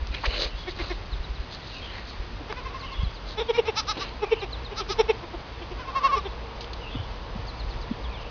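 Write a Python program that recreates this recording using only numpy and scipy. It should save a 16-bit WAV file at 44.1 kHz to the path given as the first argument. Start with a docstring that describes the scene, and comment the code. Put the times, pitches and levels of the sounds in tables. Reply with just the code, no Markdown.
"""On a lawn, goat kids bleat in short quavering runs, close to a small hand-held camera.
Each bleat is a string of throbs: pushes of air that make the vocal folds buzz through the throat.
One songbird repeats falling chirps, another whistles farther off, stalks snap and hooves thud.
Wind rumbles, short high hisses come and go, and a far engine hums, slowly growing louder.
The hand on the camera bumps, squeaks and rubs, and the camera cuts off the high treble."""
import sys
import numpy as np
from scipy import signal
from scipy.fft import rfft, irfft, next_fast_len
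from scipy.io import wavfile

SR = 44100
rng = np.random.default_rng(int(sys.argv[2]) if len(sys.argv) > 2 else 0)


def master(y):
    """Save y as 16-bit WAV."""
    cut = np.clip(np.atleast_2d(y).T, -1, 1)
    pcm = np.round(cut * 32767)  # scale
    wavfile.write(sys.argv[1], SR, pcm.astype(np.int16))


N = 366030
TIME = np.arange(N) / SR
TREBLE_LIMIT_HZ = 7150


def amp(db):
    """Turns decibels into a number to multiply by."""
    return 10 ** (np.asarray(db) / 20)


def unit(x):
    """Scales a signal to an average (rms) level of 1."""
    return x / np.sqrt(np.mean(x ** 2) + 1e-20)


def read(points, hz):
    """Looks up the level in dB at hz in a table of frequencies and levels."""
    f, db = np.transpose(points)
    return np.interp(np.log(hz + 1), np.log(f + 1), db)


def add(mix, start_s, sound):
    """Mixes a sound in from start_s."""
    start = round(start_s * SR)
    sound = sound[max(-start, 0):]
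    part = mix[max(start, 0):][:len(sound)]
    part += sound[:len(part)]


def noise(colour, size):
    """Noise whose strength at each frequency follows colour(hz)."""
    full = next_fast_len(size)
    spectrum = rfft(rng.standard_normal(full)) * colour(np.fft.rfftfreq(full, 1 / SR))
    return unit(irfft(spectrum, full)[:size])


def wander(hz, size):
    """A smooth random wobble, up to about hz times a second."""
    return noise(lambda f: 1 / (1 + (f / hz) ** 4), size + 4096)[:size]


def band(hz, octaves):
    """A colour for noise: one broad hump around hz."""
    return lambda f: 1 / (1 + (np.log2((f + 1) / hz) / octaves) ** 2)


def ring(f, hz, height, half_width_hz=240):
    """A resonance: a peak at hz that falls away on both sides."""
    return height / (1 + ((f - hz) / half_width_hz) ** 2)


def swell(rise_s, fall_s):
    """Time around a peak: t in seconds, and u counted in rises (before it) or falls (after it)."""
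    t = np.arange(-4 * rise_s, 4 * fall_s, 1 / SR)
    return t, np.where(t < 0, t / rise_s, t / fall_s)


def beats(first_s, last_s, gap_s):
    """Even times from first to last, about gap_s apart."""
    return np.linspace(first_s, last_s, round((last_s - first_s) / gap_s) + 1)


# The colour of the outdoor hiss: frequency_hz, relative_db
AIR_COLOUR = [(12, -36.5), (20, 5.5), (65, -8), (82, 4.5), (130, -5), (194, -9.5), (401, -12), (462, -13.5),
              (570, -14), (656, -16), (1020, -15), (1490, -19), (2670, -22.5), (4270, -27), (5400, -28.5),
              (7020, -61), (11900, -120)]
# How hard the wind blows on the microphone: time_s, level_db
WIND_LEVELS = [(0, -36.5), (1.4, -40.5), (1.65, -47.5), (2.2, -37.5), (2.7, -40.5), (5.6, -42.5),
               (6.9, -41), (7.5, -35), (8.3, -37)]
def air(hiss_db=-42, leaves_db=-52):
    """Outdoor hiss, lumpy wind rumble and a slight stir of leaves."""
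    hiss = noise(lambda f: amp(read(AIR_COLOUR, f)) * f / (f + 90), N) * amp(.5 * wander(11, N))
    wind_db = np.interp(TIME, *np.transpose(WIND_LEVELS)) + wander(4.9, N)
    rumble = noise(band(44, .4), N) * amp(wind_db)
    leaves = noise(band(3500, 1), N) * amp(wander(17, N))
    return amp(hiss_db) * hiss + rumble + amp(leaves_db) * leaves


# The engine's blurred upper tones: pitch_hz, half_width_hz, relative_db
ENGINE_TONES = [(117, 8.7, -9.5), (467.7, 17, -7.5), (920, 40, -12), (1010, 78, -28)]
# The colour of its roar: frequency_hz, relative_db
ROAR_COLOUR = [(60, -2.5), (120, 1.5), (300, -5), (550, 5), (800, 4), (1100, 5), (1500, -12.5),
               (2500, -22.5), (5000, -41)]
# How the whole engine swells: time_s, gain_db
ENGINE_SWELL = [(0, -68.5), (1.7, -56), (2.2, -53), (3.2, -50.5), (4.5, -45), (5.5, -48), (6.3, -43.5),
                (7.4, -44.5), (8.3, -42.5)]
def engine(firing_hz=58, firing_db=2.8, roar_db=-2, drift_hz=2.7, unsteady_db=5):
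    """A far engine: its wavering firing note, upper tones and dull roar swell together."""
    phase = 2 * np.pi * np.cumsum(firing_hz + drift_hz * wander(7.2, N)) / SR
    sound = amp(firing_db) * unit(np.sin(phase) * amp(unsteady_db * wander(6.2, N)))
    for hz, half_width_hz, db in ENGINE_TONES:
        sound += amp(db) * noise(lambda f: ring(f, hz, 1, half_width_hz), N)
    sound += amp(roar_db) * noise(lambda f: amp(read(ROAR_COLOUR, f)), N)
    return sound * amp(np.interp(TIME, *np.transpose(ENGINE_SWELL)))


BUMP_HZ, BUMP_S = 48.5, .0089
def thump(peak_s, db, hz):
    """A low swing that dies almost at once; higher ones are shorter."""
    half_length_s = BUMP_S * np.sqrt(BUMP_HZ / hz)
    t, u = swell(half_length_s, half_length_s)
    return peak_s + t[0], amp(db) * .5 ** (abs(u) ** 1.45) * np.cos(2 * np.pi * hz * t)


# Bumps of the hand: peak_s, level_db
BUMPS = [(0.029, -18.5), (.108, -21.5), (0.285, -16.5), (0.459, -24), (.552, -25), (0.826, -24),
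         (1.132, -22), (1.206, -20), (1.311, -21), (1.405, -22), (2.203, -25), (3, -18), (3.072, -19.5)]
def camera_bumps():
    """The hand rocks the camera, always at the same low pitch."""
    out = np.zeros(N)
    for peak_s, db in BUMPS:
        add(out, *thump(peak_s, db, BUMP_HZ))
    return out


# Snapping stalks and small knocks: start_s, level_db, decay_s, centre_hz
SNAPS = [(0.0715, -27, 0.0018, 4600), (0.147, -26.5, 0.0048, 2490), (0.789, -33, .009, 1880),
         (2.526, -21, 0.0019, 870), (3.969, -31.5, 0.03, 330), (3.976, -34.5, 0.0061, 2600),
         (6.608, -33, 0.018, 4350), (6.644, -31.5, 0.0024, 4000), (6.733, -30, 0.0045, 3760)]
def stalk_snaps():
    """Each snap is a burst of noise that starts sharply and dies fast."""
    out = np.zeros(N)
    t = np.arange(SR // 20) / SR
    for start_s, db, decay_s, hz in SNAPS:
        add(out, start_s, amp(db) * np.exp(-t / decay_s) * noise(band(hz, octaves=.7), len(t)))
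    return out


def glides(notes, waver, waver_hz, octave_db):
    """Unsteady sliding tones, each with one overtone an octave up."""
    out = np.zeros(N)
    for start_s, db, length_s, first_hz, last_hz in notes:
        size = int(length_s * SR)
        hz = np.geomspace(first_hz, last_hz, size) * (1 + waver * wander(waver_hz, size))
        phase = 2 * np.pi * np.cumsum(hz) / SR
        tone = unit(np.sin(phase) + amp(octave_db) * np.sin(2 * phase))
        add(out, start_s, amp(db) * tone * np.sin(np.linspace(0, np.pi, size)))
    return out


# Squeaks of skin: start_s, level_db, length_s, first_hz, last_hz
SQUEAKS = [(.139, -32, 0.014, 2027, 2870), (.234, -26, 0.017, 1010, 1460), (.246, -25.5, 0.026, 1480, 3370)]
def skin_squeaks():
    """Skin slips on the camera with tiny, rough, rising tones."""
    return glides(SQUEAKS, waver=.17, waver_hz=688, octave_db=-7.5)


def grainy_swell(peak_s, db, half_length_s, colour, grain_db=2.5):
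    """Grainy noise that swells and fades."""
    t, u = swell(half_length_s, half_length_s)
    grains = unit(noise(colour, len(t)) * amp(grain_db * wander(220, len(t))))
    return peak_s + t[0], amp(db) * .5 ** (u ** 2) * grains


# Rubs of the hand: peak_s, level_db, half_length_s, scuff_hz
RUBS = [(.16, -38, .032, 2530), (0.275, -34.5, 0.029, 554), (0.343, -31.5, 0.038, 3010),
        (0.427, -31, 0.042, 510), (0.832, -37.5, 0.037, 1090), (1.419, -50.5, .04, 1240),
        (1.962, -42.5, .075, 1880), (4.02, -39, 0.071, 3050)]
# The colour all rubs share: frequency_hz, relative_db
RUB_COLOUR = [(180, -39.5), (300, -10), (502, -3), (797, -8.5), (1150, -8), (1220, -10.5), (2760, -5),
              (3370, -16), (4020, -1.5), (6000, -27.5), (7800, -51.5), (13200, -120)]
def hand_rubs(scuff_db=9):
    """The hand slides on the camera; each rub rings at its own scuffing pitch."""
    out = np.zeros(N)
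    for peak_s, db, half_length_s, scuff_hz in RUBS:
        def colour(f):
            return amp(read(RUB_COLOUR, f) + ring(f, scuff_hz, scuff_db))
        add(out, *grainy_swell(peak_s, db, half_length_s, colour))
    return out


# Short, high hisses: peak_s, level_db, half_length_s
HIGH_HISSES = [(.26, -41.5, 0.041), (0.421, -29.5, .04), (0.602, -45, 0.031), (0.703, -40, 0.018),
               (0.858, -42, 0.081), (1.537, -41, 0.025), (1.725, -45, 0.11), (2.094, -43.5, 0.031),
               (3.308, -42.5, 0.033)]
def high_hisses():
    """Short, high hisses near 4 kHz swell and fade."""
    out = np.zeros(N)
    for peak_s, db, half_length_s in HIGH_HISSES:
        add(out, *grainy_swell(peak_s, db, half_length_s, band(4060, octaves=.27)))
    return out


# The farther bird's phrases: start_s, relative_db, pitch_hz
PHRASES = [(0.452, -42.5, 3080), (1.699, -38.5, 2850), (2.82, -38, 3050), (4.188, -38, 2680),
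           (6.79, -37.5, 2950), (8.06, -43.5, 2530)]
# The three notes of a phrase: delay_s, relative_db, length_s, first_pitch_ratio, last_pitch_ratio
PHRASE_NOTES = [(0, -0.93, 0.12, 1.02, .86), (.1, -0.53, 0.077, 1.1, 1.17), (.15, -1.5, .08, .97, 1.12)]
def bird_whistles():
    """A bird repeats one phrase, higher or lower: a slide down, then two slides up."""
    notes = [(start_s + delay_s, db + note_db, length_s, hz * first, hz * last)
             for start_s, db, hz in PHRASES
             for delay_s, note_db, length_s, first, last in PHRASE_NOTES]
    return glides(notes, waver=.035, waver_hz=130, octave_db=-35)


JITTER, SHIMMER_DB = .005, 2.2  # random wobble of the pitch, and of each overtone's level
BUZZ_LEAD = .15  # the buzz peaks ahead of the hum by this share of the rise
def throb(peak_s, db, pitch, colour, rasp, rise_s, fall_s,
          climb, droop, lead_s, hum_steep, buzz_span, buzz_steep):
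    """One push of air shakes a goat's vocal folds; the throat shapes the tone by colour(hz)."""
    t, u = swell(rise_s, fall_s)
    # the pitch climbs, tops out lead_s before the level does, then droops
    arch = (t + lead_s) / .02
    sag = np.where(arch < 0, climb, droop) * arch ** 2
    hz = pitch * (1 - .34 * np.tanh(sag / .26) + JITTER * wander(210, len(t)))
    phase = 2 * np.pi * np.cumsum(hz) / SR
    # the lowest tone swells smoothly with the air
    hum = colour(hz) * np.cos(phase) * .5 ** (abs(u) ** hum_steep)
    # overtones shimmer, and the higher ones lag a little, which spreads each pulse of the folds
    knots = np.linspace(t[0], t[-1], 16)
    shimmer = [amp(SHIMMER_DB * np.interp(t, knots, row)) for row in rng.standard_normal((14, 16))]
    buzz = sum(colour(k * hz) * gain * np.cos(k * phase - .12 * k ** 2)
               for k, gain in enumerate(shimmer, 2))

    def breath_colour(f):
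        return colour(np.maximum(f, 2 * pitch)) * (f > 1.2 * pitch) * (f < TREBLE_LIMIT_HZ)
    buzz += rasp * np.std(buzz) * noise(breath_colour, len(t)) * (1 + np.cos(phase))
    # the buzz starts and stops more abruptly, as the folds begin and cease to touch
    voice = hum + buzz * .5 ** (abs((u + BUZZ_LEAD) / buzz_span) ** buzz_steep)
    return peak_s + t[0], amp(db) * voice / np.std(voice[abs(u) < .5])


# The throat's colour with the mouth closed, and with it open: frequency_hz, relative_db
CLOSED_THROAT = [(200, -9), (340, -4.5), (460, 1.5), (620, -17), (900, -14.5), (1350, -28), (1800, -28),
                 (2250, -21), (2800, -28), (3550, -24.5), (4000, -30.5), (4700, -56), (5400, -25)]
OPEN_THROAT = [(420, -40), (880, -4), (1300, 3), (1750, -12.5), (2200, -10), (2650, -6.5), (3100, -11),
               (3600, -6.5), (4100, 1.5), (4500, -8), (4900, -1.5), (5400, 3)]
# Throbs, about ten a second in a bleat: peak_s, level_db, pitch_hz, mouth_opening (0-1), nasal_hz
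THROBS = [ (.688, -29.5, 371, .08, 1940), (.808, -31, 355.5, 0.07, 2080), (.916, -28.5, 363.5, 0.09, 1880),
          (2.415, -38.5, 300, 0, 300), (2.512, -33.5, 432, 0.2, 1870), (3.395, -26, 435.5, .22, 3570),
          (3.417, -25, 473.5, 0.15, 3630), (3.503, -18, 477, 0.05, 3200), (3.592, -14.5, 481, 0.01, 2840),
          (3.692, -21, 449.5, .12, 2700), (3.563, -29, 475, 0.44, 2320), (3.675, -34.5, 426.5, .42, 2350),
          (3.795, -20.5, 447, 0.87, 4800), (3.911, -23.5, 432.6, 0.98, 1250),
          (4.028, -30.5, 390, 0.94, 1190), (4.238, -21.5, 428, 0.08, 1080), (4.33, -15, 455.5, 0.01, 2550),
          (4.436, -28.5, 402, 0.17, 2580), (4.8, -27, 446, 1, 1340), (4.922, -26.5, 428.6, .9, 5000),
          (4.728, -34.5, 418, .08, 2710), (4.817, -30.5, 400.6, 0.11, 3100), (4.907, -27, 402, 0.02, 3670),
          (5.005, -14, 451, .14, 5670), (5.104, -15.5, 449, 0.08, 2610), (5.241, -36, 351.5, 0, 940),
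          (5.349, -32.5, 353, 0.02, 630), (5.627, -36.5, 348, 0.06, 3070), (5.723, -34, 376, 0, 2700),
          (6.176, -27, 432.4, 0.18, 5300), (6.266, -29.5, 401, 0.1, 3420)]
def hoarse_bleats(overtones_db=-3):
    """With the mouth closed a throb is short, hoarse and nasal; open, it is longer and cleaner."""
    out = np.zeros(N)
    for peak_s, db, pitch, opening, nasal_hz in THROBS:
        def mouth(closed, wide):
            return closed + (wide - closed) * np.clip(opening, 0, 1)

        def colour(f):
            throat_db = mouth(read(CLOSED_THROAT, f), read(OPEN_THROAT, f))
            nasal_db = ring(f, nasal_hz, mouth(12, 4))
            return amp(throat_db + nasal_db + overtones_db * np.clip(f / pitch - 1, 0, 1))
        add(out, *throb(peak_s, db, pitch, colour, rasp=mouth(.31, .16),
                        rise_s=mouth(.0082, .023), fall_s=mouth(.008, .013),
                        climb=mouth(.05, .053), droop=mouth(.17, .11), lead_s=.0049,
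                        hum_steep=mouth(1.7, 2.1),
                        buzz_span=mouth(1.45, 1.05), buzz_steep=mouth(2.6, 2.7)))
    return out


# The songbird's runs of chirps: first_chirp_s, last_chirp_s, level_db, middle_pitch_hz
CHIRP_RUNS = [(1.131, 1.362, -46, 3900), (2.817, 3.164, -44, 4170), (4.415, 4.661, -41.5, 3900),
              (6.203, 6.311, -50, 3820), (7.49, 7.825, -43.5, 4280), (8.054, 8.152, -45, 3390)]
def bird_chirps(half_length_s=.014, octaves_per_s=11, gap_s=.116, fade_db=.9):
    """A songbird sings pure notes that slide quickly down, fading a little along each run."""
    out = np.zeros(N)
    t, u = swell(half_length_s, half_length_s)
    for first_s, last_s, db, middle_hz in CHIRP_RUNS:
        for k, peak_s in enumerate(beats(first_s, last_s, gap_s)):
            hz = middle_hz * 2 ** (-octaves_per_s * t) * (1 + .012 * wander(90, len(t)))
            tone = unit(np.sin(2 * np.pi * np.cumsum(hz) / SR))
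            level = amp(db - k * fade_db + 2.6 * wander(90, len(t)))
            add(out, peak_s + t[0], level * .5 ** (u ** 2) * tone)
    return out


# The throat's colour in a shrill cry: frequency_hz, relative_db
SHRILL_THROAT = [(530, -9.5), (800, -28.5), (1080, 2.5), (1300, 7), (1630, -24.5), (2200, -13.5),
                 (2720, -11.5), (3260, -19), (3800, -20), (4350, -19), (4900, -21.5), (5400, -17.5)]
# Shrill cries: top_pitch_hz, starts_flat_by (share of the pitch), ring_hz, list of (time_s, level_db)
SHRILL_BLEATS = [(539.6, 0.06, 2100, [(2.586, -37.5), (2.68, -35), (3.022, -41)]),
                 (553.3, 0.075, 1380, [(5.811, -37.5), (5.893, -34), (6.04, -15.5), (6.141, -18.5)])]
def shrill_bleats(quaver_s=.085, scoop_s=.085, crack_ratio=1.07, crack_db=-9.5,
                  overtones_db=4, ring_db=7.5):
    """A kid's thin, quavering cry scoops up to its pitch and cracks upward between throbs."""
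    out = np.zeros(N)
    shape = dict(rasp=.1, climb=.034, droop=.032, lead_s=.006,
                 hum_steep=2.6, buzz_span=1.15, buzz_steep=2.8)
    for top_hz, flat, ring_hz, levels in SHRILL_BLEATS:
        times_s, levels_db = np.transpose(levels)
        for peak_s in beats(times_s[0], times_s[-1], quaver_s):
            db = np.interp(peak_s, times_s, levels_db)
            pitch = top_hz * (1 - flat * np.exp((times_s[0] - peak_s) / scoop_s))

            def colour(f):
                throat_db = read(SHRILL_THROAT, f) + ring(f, ring_hz, ring_db)
                return amp(throat_db + overtones_db * np.clip(f / pitch - 1, 0, 1))
            add(out, *throb(peak_s, db, pitch, colour, rise_s=.017, fall_s=.017, **shape))
            add(out, *throb(peak_s + quaver_s / 2, db + crack_db, pitch * crack_ratio, colour,
                            rise_s=.012, fall_s=.014, **shape))
    return out


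# Hoof steps: peak_s, level_db, pitch_hz
HOOF_STEPS = [(3.036, -16.5, 72), (3.036, -27, 160), (6.955, -24, 253), (6.967, -26, 120),
              (7.005, -20.5, 92), (7.361, -27, 194), (7.397, -25, 101), (7.916, -18, 229)]
def hoof_thuds():
    """Hooves land on the turf with short, dull thumps."""
    out = np.zeros(N)
    for peak_s, db, hz in HOOF_STEPS:
        add(out, *thump(peak_s, db, hz))
    return out


def yard(sound, echo_db, fade_s):
    """Adds thin, scattered echoes from fences and trees; they drop 60 dB in fade_s."""
    t = np.arange(SR // 2) / SR
    echoes = rng.standard_normal(len(t)) * (rng.random(len(t)) < 2000 / SR) * (t > .006)
    tail = echoes * 1000 ** (-t / fade_s)
    return sound + amp(echo_db) * signal.fftconvolve(sound, tail / np.linalg.norm(tail))[:N]


def scene():
    """Everything meets at one microphone; the farther bird's echo is as strong as its direct sound."""
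    background = air() + engine()
    handling = camera_bumps() + skin_squeaks() + hand_rubs()
    small_noises = stalk_snaps() + high_hisses()
    far_bird = amp(-7) * yard(bird_whistles(), echo_db=0, fade_s=.45)
    goats = yard(hoarse_bleats() + shrill_bleats(), echo_db=-18.5, fade_s=.21)
    songbird = yard(bird_chirps(), echo_db=-11.5, fade_s=.4)
    return (background + handling + small_noises + far_bird + goats + songbird + hoof_thuds())[None]


def record(dry, input_hz=5420, smooth_hz=5750):
    """The camera keeps every fourth sample; soft smoothing leaves a mirror image of the top treble."""
    def cut_treble(sound, taps, hz, window):
        return signal.oaconvolve(sound, signal.firwin(taps, hz, window=window, fs=SR), "same")
    narrow = cut_treble(dry[0], 121, input_hz, "hamming")
    sampled = 4 * narrow * (np.arange(N) % 4 == 0)
    smooth = cut_treble(sampled, 65, smooth_hz, ("kaiser", 7))
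    return cut_treble(smooth, 511, TREBLE_LIMIT_HZ, ("kaiser", 9))[None]


dry = scene()
out = record(dry)
master(out)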